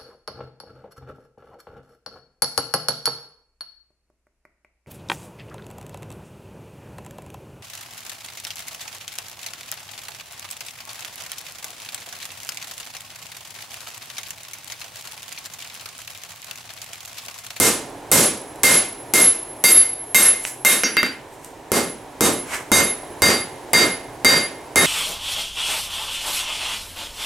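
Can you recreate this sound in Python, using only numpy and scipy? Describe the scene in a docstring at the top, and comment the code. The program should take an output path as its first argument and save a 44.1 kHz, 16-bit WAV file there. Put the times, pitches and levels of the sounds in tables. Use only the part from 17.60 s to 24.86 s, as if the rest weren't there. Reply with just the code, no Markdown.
"""A smith forges a hot steel bar on an anvil, two blows a second, over the rush of a small workshop's forge.
Seven blows land on the flat; as the bar beds down, the thud gives way to a brief clang, and the hammer
head sings on, bending in pitch as it swings past the microphone. Shoes scuff and scale ticks on the floor.
The bar clinks as it is turned and the hammer bounces on the bare face. Then seven blows land on the edge,
again going from thud to clang. A limiter flattens each blow."""
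import sys
import numpy as np
from scipy import signal
from scipy.io import wavfile
from scipy.ndimage import uniform_filter1d, minimum_filter1d

SR = 44100
rng = np.random.default_rng(int(sys.argv[2]) if len(sys.argv) > 2 else 0)


def wav_out(sig):
    """Save sig, one row per channel (or a flat mono array), as 16-bit PCM at SR to the path in sys.argv[1]."""
    wavfile.write(sys.argv[1], SR, np.round(np.clip(np.atleast_2d(sig).T, -1, 1) * 32767).astype(np.int16))


N = 320166
TIME = np.arange(N) / SR
TAIL = TIME[:SR]   # one second for a sound to die away
EDGES = 28 * 2 ** (np.arange(24) / 2.5)   # filter bank, Hz
CENTRES = np.sqrt(EDGES[1:] * EDGES[:-1])


# Hammer on the hot bar. Firmness (0-1) trades thud for clack and ring; the spot hit colours the ring:
# start_s, force_db, firmness, tilt_db_per_octave, overtone_db, hammer_ring_db
BAR_BLOWS = [(0.0, -13.5, 0.28, -5, -6, -23.5), (0.5155, -8.5, 0.14, 0.5, -3, -11.5),
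             (1.0334, -10, 0.64, -7.5, 8.5, -7.5), (1.5372, -14.5, .6, -3, -7, -4),
             (2.0396, -14, 0.81, 0, 9, 1.5), (2.5458, -13.5, 0.89, 0, -5, -4),
             (3.049, -17, 0.88, -1.5, -16, -12.5), (4.1181, -20.5, 0.4, -1.5, 1, -24.5),
             (4.608, -18.5, 0.36, 9, -13, -20), (5.1171, -16.5, 0.82, 6, -10, -12.5),
             (5.62, -15, 0.82, 2, 1.5, -19.5), (6.1328, -15, 0.97, -0.5, 2, -19),
             (6.647, -14, 1, 0.5, 3, -18.5), (7.158, -15, 0.94, 0, -8, -8.5)]
# The hammer is set down on the bare face and bounces: start_s, force_db, firmness
HAMMER_TAPS = [(3.3682, -30.5, 0.79), (3.4305, -31, 0.51), (3.464, -43, 0.2)]
# The bar knocks on the anvil as it is turned: start_s, force_db, firmness
TURN_KNOCKS = [(3.2349, -27, 0.38)]

def contacts():
    """Every hit on the anvil: start_s, force_db, firmness, tilt_db_per_octave, overtone_db, kind."""
    blows = [(*row[:-1], pose(row[0])) for row in BAR_BLOWS]
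    return blows + [(*row, 0, 0, "bare") for row in HAMMER_TAPS + TURN_KNOCKS]


def pose(s, turn_s=3.7):
    """The bar lies flat until it is turned, then stands on edge."""
    return "flat" if s < turn_s else "edge"


# Tone of hammer, bar, anvil and stand colliding: freq_hz, density_db
IMPACT_TONE = [(40, -45), (80, -6), (130, -7), (200, 0), (310, 0.5), (530, 0), (780, -5.5), (1200, -4),
               (2000, -9), (3000, -12.5), (5000, -12), (8000, -6), (11500, -6.5), (15500, -30)]
# Where each part of the hit sits: boom_hz, thud_hz, knock_hz, clack_hz, crack_hz
HIT_ZONES = [70, 220, 1000, 1730, 7000]
# EQ of a loose hit, by kind of contact: boom_db, thud_db, knock_db, clack_db, crack_db
LOOSE_EQ = {"flat": (0, -1.5, -4, -7, -0.5), "edge": (5.5, 7, 2, -5, -2), "bare": (-15, 4.5, -8, 5, -12.5)}
# What full firmness adds: boom_db, thud_db, knock_db, clack_db, crack_db
FIRM_EQ = (-3, -6.5, -1, 8.5, -0.5)
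# The first burst over the wash of the shop: freq_hz, level_db
BURST_OVER_WASH = [(200, 2), (1100, 11.5), (3500, 6.5), (11000, 14.5)]
# Trim on that burst, by kind of contact: gain_db
BURST_TRIM = {"flat": -1, "edge": 0.5, "bare": 7}

def impacts(contact_s=0.0015, thump_cycles=1.6, gain_db=19.0, heavy_db=-13.5, stand_hz=226.0):
    """Each contact is a short broadband burst, longest in the bass, followed by the wash of the shop."""
    out, noise, hits = np.zeros((2, N)), noise_bands(2 * SR), contacts()
    burst = np.array([from_db(at_hz(BURST_OVER_WASH, hz)) * np.exp(-TAIL / (contact_s + thump_cycles / hz))
                      for hz in CENTRES])
    wash = np.array([shop_decay(hz) for hz in CENTRES])
    envelopes = {kind: np.array([normalise(row) for row in from_db(trim_db) * burst + wash])
                 for kind, trim_db in BURST_TRIM.items()}
    for (s, force_db, firmness, *_, kind), offset in zip(hits, rng.integers(0, SR, len(hits))):
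        zone_db = force_db + np.array(LOOSE_EQ[kind]) + firmness * np.array(FIRM_EQ)
        # a light touch hardly shakes the stand, so its bass thins out
        thin_db = 0.6 * max(heavy_db - zone_db[1], 0) * np.maximum(np.log2(stand_hz / CENTRES), 0)
        struck_db = np.interp(np.log(CENTRES), np.log(HIT_ZONES), zone_db)
        gain = from_db(gain_db + at_hz(IMPACT_TONE, CENTRES) + struck_db - thin_db)
        add(out, s, np.einsum("bt,bct->ct", gain[:, None] * envelopes[kind], noise[:, :, offset:offset + SR]))
    return out


# The anvil's modes: pitch_hz, level_db, base_t60_s
ANVIL_MODES = [(1636, -17, .2), (1810, -14, .25), (1842, -15, .3), (2109, 2, .17), (2150, -9, .1),
               (2690, 0, .2), (3751, 2, .26), (4543, -12, .24), (4719, 3, .25), (5655, -13, .25),
               (6312, -6, .18), (6440, -2, .2), (7299, -8, .22), (7515, -9, .2), (8486, -1, .23),
               (8957, -14, .2), (10357, -14, .25), (12620, -1, .25), (12941, -15, .25)]
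# EQ points of the clang: freq_hz
CLANG_ZONES = [1830, 2110, 2690, 3750, 4718, 8484, 12620]
# How hard a firm hit wakes the anvil, by kind of contact: gain_db at each EQ point
CLANG_EQ = {"flat": (2.5, 8, -5.5, -2, -5.5, 4.5, 8), "edge": (8.5, 6.5, -22, -2.5, 1, -8.5, -18),
            "bare": (13, 12, 5.5, -1, 7, -25, -7)}
# Ring length left by each kind of contact: share of base_t60_s
CLANG_LENGTH = {"flat": 1, "edge": 0.99, "bare": 0.73}

def clang(kind, pivot_hz=2140.0, overtone_hz=4718, overtone_octaves=.15, cushion_db=20.5):
    """The anvil's modes under one kind of contact: the kind decides which speak, firmness how loudly."""
    out = 0
    hits = [row[:-1] for row in contacts() if row[-1] == kind]
    times, force_db, firmness, tilt_db, overtone_db = np.transpose(hits)
    struck_db = force_db - cushion_db * (1 - firmness)   # a loose bar cushions the blow
    for hz, mode_db, t60 in ANVIL_MODES:
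        zone_db = np.interp(np.log(hz), np.log(CLANG_ZONES), CLANG_EQ[kind])
        near_overtone = np.exp(-(np.log2(hz / overtone_hz) / overtone_octaves) ** 2)
        spot_db = tilt_db * np.log2(hz / pivot_hz) + overtone_db * near_overtone
        out = out + ring(hz, t60 * CLANG_LENGTH[kind], times, mode_db + zone_db + spot_db + struck_db)
    return out


def anvil(mute_db_per_s=65):
    """The anvil clangs at every contact; the hammer coming to rest mutes the ring of the bare face."""
    mute = from_db(-mute_db_per_s * np.maximum(TIME - HAMMER_TAPS[-1][0], 0))
    return clang("flat") + clang("edge") + mute * clang("bare")


# Lift after each kind of contact: curve_exponent (higher tops out later)
LIFT_CURVE = {"flat": 1.9, "edge": 2.45, "bare": 0.97}

def hammer_height(last_stroke_s=0.49, blow_lift_m=.4, tap_lift_m=.03):
    """The head rises, hangs and comes down at full speed: high before a blow, barely before a tap."""
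    blows = [(s, pose(s), blow_lift_m) for s, *_ in BAR_BLOWS]
    landings = sorted(blows + [(s, "bare", tap_lift_m) for s, *_ in HAMMER_TAPS])
    landings.append((landings[-1][0] + last_stroke_s, "edge", blow_lift_m))
    height = np.zeros(N)
    for (s, kind, _), (end, _, lift) in zip(landings, landings[1:]):
        progress = np.clip((TIME - s) / (end - s), 0, 1)
        height += lift * np.sin(np.pi * progress ** LIFT_CURVE[kind])
    return height


def hammer(pitch_hz=11003, t60_s=0.7, mic_height_m=.12, mic_offset_m=.05, echo_db=-7.5, wet_db=-4.5):
    """The head rings with one high mode that swells and bends in pitch as it passes the microphone."""
    envelope, height = np.zeros(N), hammer_height()
    for s, *_, ring_db in BAR_BLOWS:
        add(envelope, s, from_db(ring_db - 1.5 - 60 * TAIL / t60_s))
    rest_m, sound_m_per_s = np.hypot(mic_height_m, mic_offset_m), 343
    omega = 2 * np.pi * pitch_hz
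    # the straight path and the one mirrored in the anvil face shift in opposite ways and beat
    paths = [np.hypot(mic_height_m + side * height, mic_offset_m) for side in (-1, 1)]
    direct, echo = [envelope * rest_m / r * np.sin(omega * (TIME - r / sound_m_per_s)) for r in paths]
    # ceiling, walls and floor each get their own Doppler shift, which smears the wash
    spread = sum(envelope * np.sin(omega * (TIME + facing * height / sound_m_per_s) + phase)
                 for facing, phase in zip(np.linspace(-1, 1, 5), rng.uniform(0, 2 * np.pi, 5)))
    wash = signal.fftconvolve(spread[None], shop_response(pitch_hz), axes=1)[:, :N]
    return direct + from_db(echo_db) * echo + from_db(wet_db) * wash * direct.std() / wash.std()


# The bar's modes: pitch_hz, level_db, undamped_t60_s
BAR_MODES = [(4565, -7, .2), (5120, -7, .08), (5665, 0, .17), (6080, -7, .12), (6456, -1, .18)]

def bar(clink_db=2.5, ring_share=0.58):
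    """The cold end of the bar clinks, damped by the tongs."""
    times, force_db, _ = np.transpose(TURN_KNOCKS)
    return sum(ring(hz, t60 * ring_share, times, force_db + clink_db + mode_db)
               for hz, mode_db, t60 in BAR_MODES)


# Shoes on the gritty floor: start_s (at the peak), level_db, tilt_db_per_octave
SHOE_SCUFFS = [(2.875, -29, 2.5), (3.74, -52, 6), (3.86, -45.5, 3), (4.945, -23.5, -3)]
# Flakes of scale and grit landing: start_s, level_db, tilt_db_per_octave
SCALE_TICKS = [(0.9592, -40, 12), (2.8515, -17, -2.5), (3.8467, -28.5, 6.5)]

def floor_sounds():
    """Shoes scuff slowly; falling scale ticks sharply."""
    shoes = grit(SHOE_SCUFFS, rise_s=0.038, fall_s=0.04, grain_db=0.5, wet_db=-14.5)
    return shoes + grit(SCALE_TICKS, rise_s=.0007, fall_s=0.0018, grain_db=4.0, wet_db=-12.0)


# Tone of the grit: freq_hz, density_db
GRIT_TONE = [(100, -29), (600, -10), (1300, -4), (2200, -1.5), (4000, -13), (8000, -3.5), (12000, -11),
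             (16000, -35)]

def grit(events, rise_s, fall_s, grain_db, wet_db, lead_s=.2, grain_samples=50):
    """Grit crunches in short grainy swells that the shop carries on."""
    out, noise = np.zeros((2, N)), noise_bands(SR)
    swell = np.exp(-np.maximum((lead_s - TAIL) / rise_s, (TAIL - lead_s) / fall_s))
    for s, level_db, tilt_db in events:
        tone_db = at_hz(GRIT_TONE, CENTRES) + tilt_db * np.log2(CENTRES / 2000)
        hiss = np.tensordot(from_db(tone_db), noise, 1)
        grains = np.repeat(rng.standard_normal(SR // grain_samples + 1), grain_samples)[:SR]
        add(out, s - lead_s, from_db(level_db + grain_db * grains) * hiss / hiss.std() * swell)
    walls = shop_response(4000)
    wash = signal.fftconvolve(out, walls / np.linalg.norm(walls[0]), axes=1)[:, :N]
    return out + from_db(wet_db) * wash


# Tone of the forge: freq_hz, density_db
FORGE_TONE = [(15, -41), (25, -9.5), (84, -10.5), (123, -2.5), (263, -21.5), (309, 5.5), (394, -3),
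              (591, -5), (641, -4), (988, -4.5), (1260, -21.5), (1440, -13.5), (4370, -26.5), (9070, -26.5),
              (16000, -40.5)]
# Its slow fader ride: time_s, level_db
FORGE_LEVEL = [(0, -37), (1.5, -38), (2.8, -40.5), (4, -41), (5.5, -36.5), (7.26, -38)]

def forge():
    """A dull, steady rush fills the shop."""
    rush = np.tensordot(from_db(at_hz(FORGE_TONE, CENTRES)), noise_bands(N), 1)
    return rush / rush.std() * from_db(np.interp(TIME, *np.transpose(FORGE_LEVEL)))


# Reverb time of the shop: freq_hz, t60_s
SHOP_REVERB = [(60, 0.39), (300, 0.5), (1000, 0.42), (3000, 0.47), (8000, 0.37), (15000, 0.18)]

def shop_decay(hz, build_s=0.004):
    """Reflections gather within milliseconds and die away."""
    return from_db(-60 * TAIL / at_hz(SHOP_REVERB, hz)) * (1 - np.exp(-TAIL / build_s))


def shop_response(hz):
    """Dense stereo reflections with the decay and width the shop has at this pitch."""
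    return stereo(*rng.standard_normal((2, SR)), hz) * shop_decay(hz)


# Stereo width: freq_hz, side_over_mid_db
STEREO_WIDTH = [(40, -18.5), (120, -17), (300, -14), (1000, -11), (4000, -7.5), (8000, -8.5), (11000, -15)]
# Stereo lean: freq_hz, left_over_right_db
STEREO_LEAN = [(40, -3), (150, -0.5), (400, -2.5), (1200, -1.5), (4000, -1.2), (9000, -1)]

def stereo(mid, side, hz):
    """Left and right with the width and lean that belong to this pitch."""
    sign = np.array([[1], [-1]])
    wide = mid + sign * side * from_db(at_hz(STEREO_WIDTH, hz))
    return wide * from_db(sign * at_hz(STEREO_LEAN, hz) / 2)


def ring(hz, t60, times, levels_db, rise_s=0.012, wash_db=-11):
    """One struck mode with its wash; the two meet in a new phase on every blow, so the tail flutters."""
    out = np.zeros((2, N))
    direct = np.sin(2 * np.pi * hz * TAIL) * from_db(-60 * TAIL / t60) * (1 - np.exp(-TAIL / rise_s))
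    reflections = signal.fftconvolve(direct[None], shop_response(hz), axes=1)[:, :SR]
    wash = from_db(wash_db) * normalise(reflections)
    for s, level_db, lag in zip(times, levels_db, rng.random(len(times)) * SR / hz):
        add(out, s, from_db(level_db) * normalise(normalise(direct) + np.roll(wash, int(lag), axis=1)))
    return out


def noise_bands(size):
    """Stereo noise of even density, split into bands."""
    white, bands = rng.standard_normal((2, 2, size)), []
    for k, hz in enumerate(CENTRES):
        bandpass = signal.butter(2, EDGES[k:k + 2], "band", fs=SR, output="sos")
        bands.append(stereo(*signal.sosfilt(bandpass, white[k % 2]), hz))
    return np.array(bands)


def from_db(db):
    """Decibels to gain."""
    return 10 ** (np.asarray(db) / 20)


def at_hz(points, hz):
    """Read a table on a log-frequency axis."""
    points = np.array(points)
    return np.interp(np.log(hz), np.log(points[:, 0]), points[:, 1])


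def normalise(x):
    """Scale a burst to the energy of a tenth of a second at rms 1."""
    return x / np.sqrt(np.mean(np.sum(x ** 2, axis=-1)) * 10 / SR + 1e-20)


def add(out, s, sound):
    """Mix a sound in at time s."""
    i = max(round(s * SR), 0)
    out[..., i:i + sound.shape[-1]] += sound[..., :N - i]


def gain_cut(x, ceiling_db, release_db_per_s):
    """Decibels by which the peaks exceed a ceiling, let go at a steady rate."""
    over = np.maximum(20 * np.log10(np.abs(x).max(axis=0) + 1e-9) - ceiling_db, 0)
    return np.maximum.accumulate(over + release_db_per_s * TIME) - release_db_per_s * TIME


def scene():
    """Blows, ringing steel, footwork and the forge."""
    return impacts() + anvil() + bar() + hammer() + floor_sounds() + forge()


def record(dry, overload_db=12.0, attack_s=.0025, cutoff_hz=16300):
    """Cracks saturate, gain control holds each blow level, a limiter catches the peaks, the top is cut."""
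    saturated = from_db(overload_db) * np.tanh(dry / from_db(overload_db))
    pole = np.exp(-1 / (attack_s * SR))
    hold_db = gain_cut(saturated, ceiling_db=-3.3, release_db_per_s=241.0)
    held = saturated * from_db(-signal.lfilter([1 - pole], [1, -pole], hold_db))
    peak_db = gain_cut(held, ceiling_db=-1.0, release_db_per_s=2491.0)
    lookahead_db = minimum_filter1d(-peak_db, size=17)
    limited = held * from_db(uniform_filter1d(lookahead_db, size=17))
    return signal.sosfilt(signal.ellip(10, .2, 80, cutoff_hz, fs=SR, output="sos"), limited)


dry = scene()
out = record(dry)
wav_out(out)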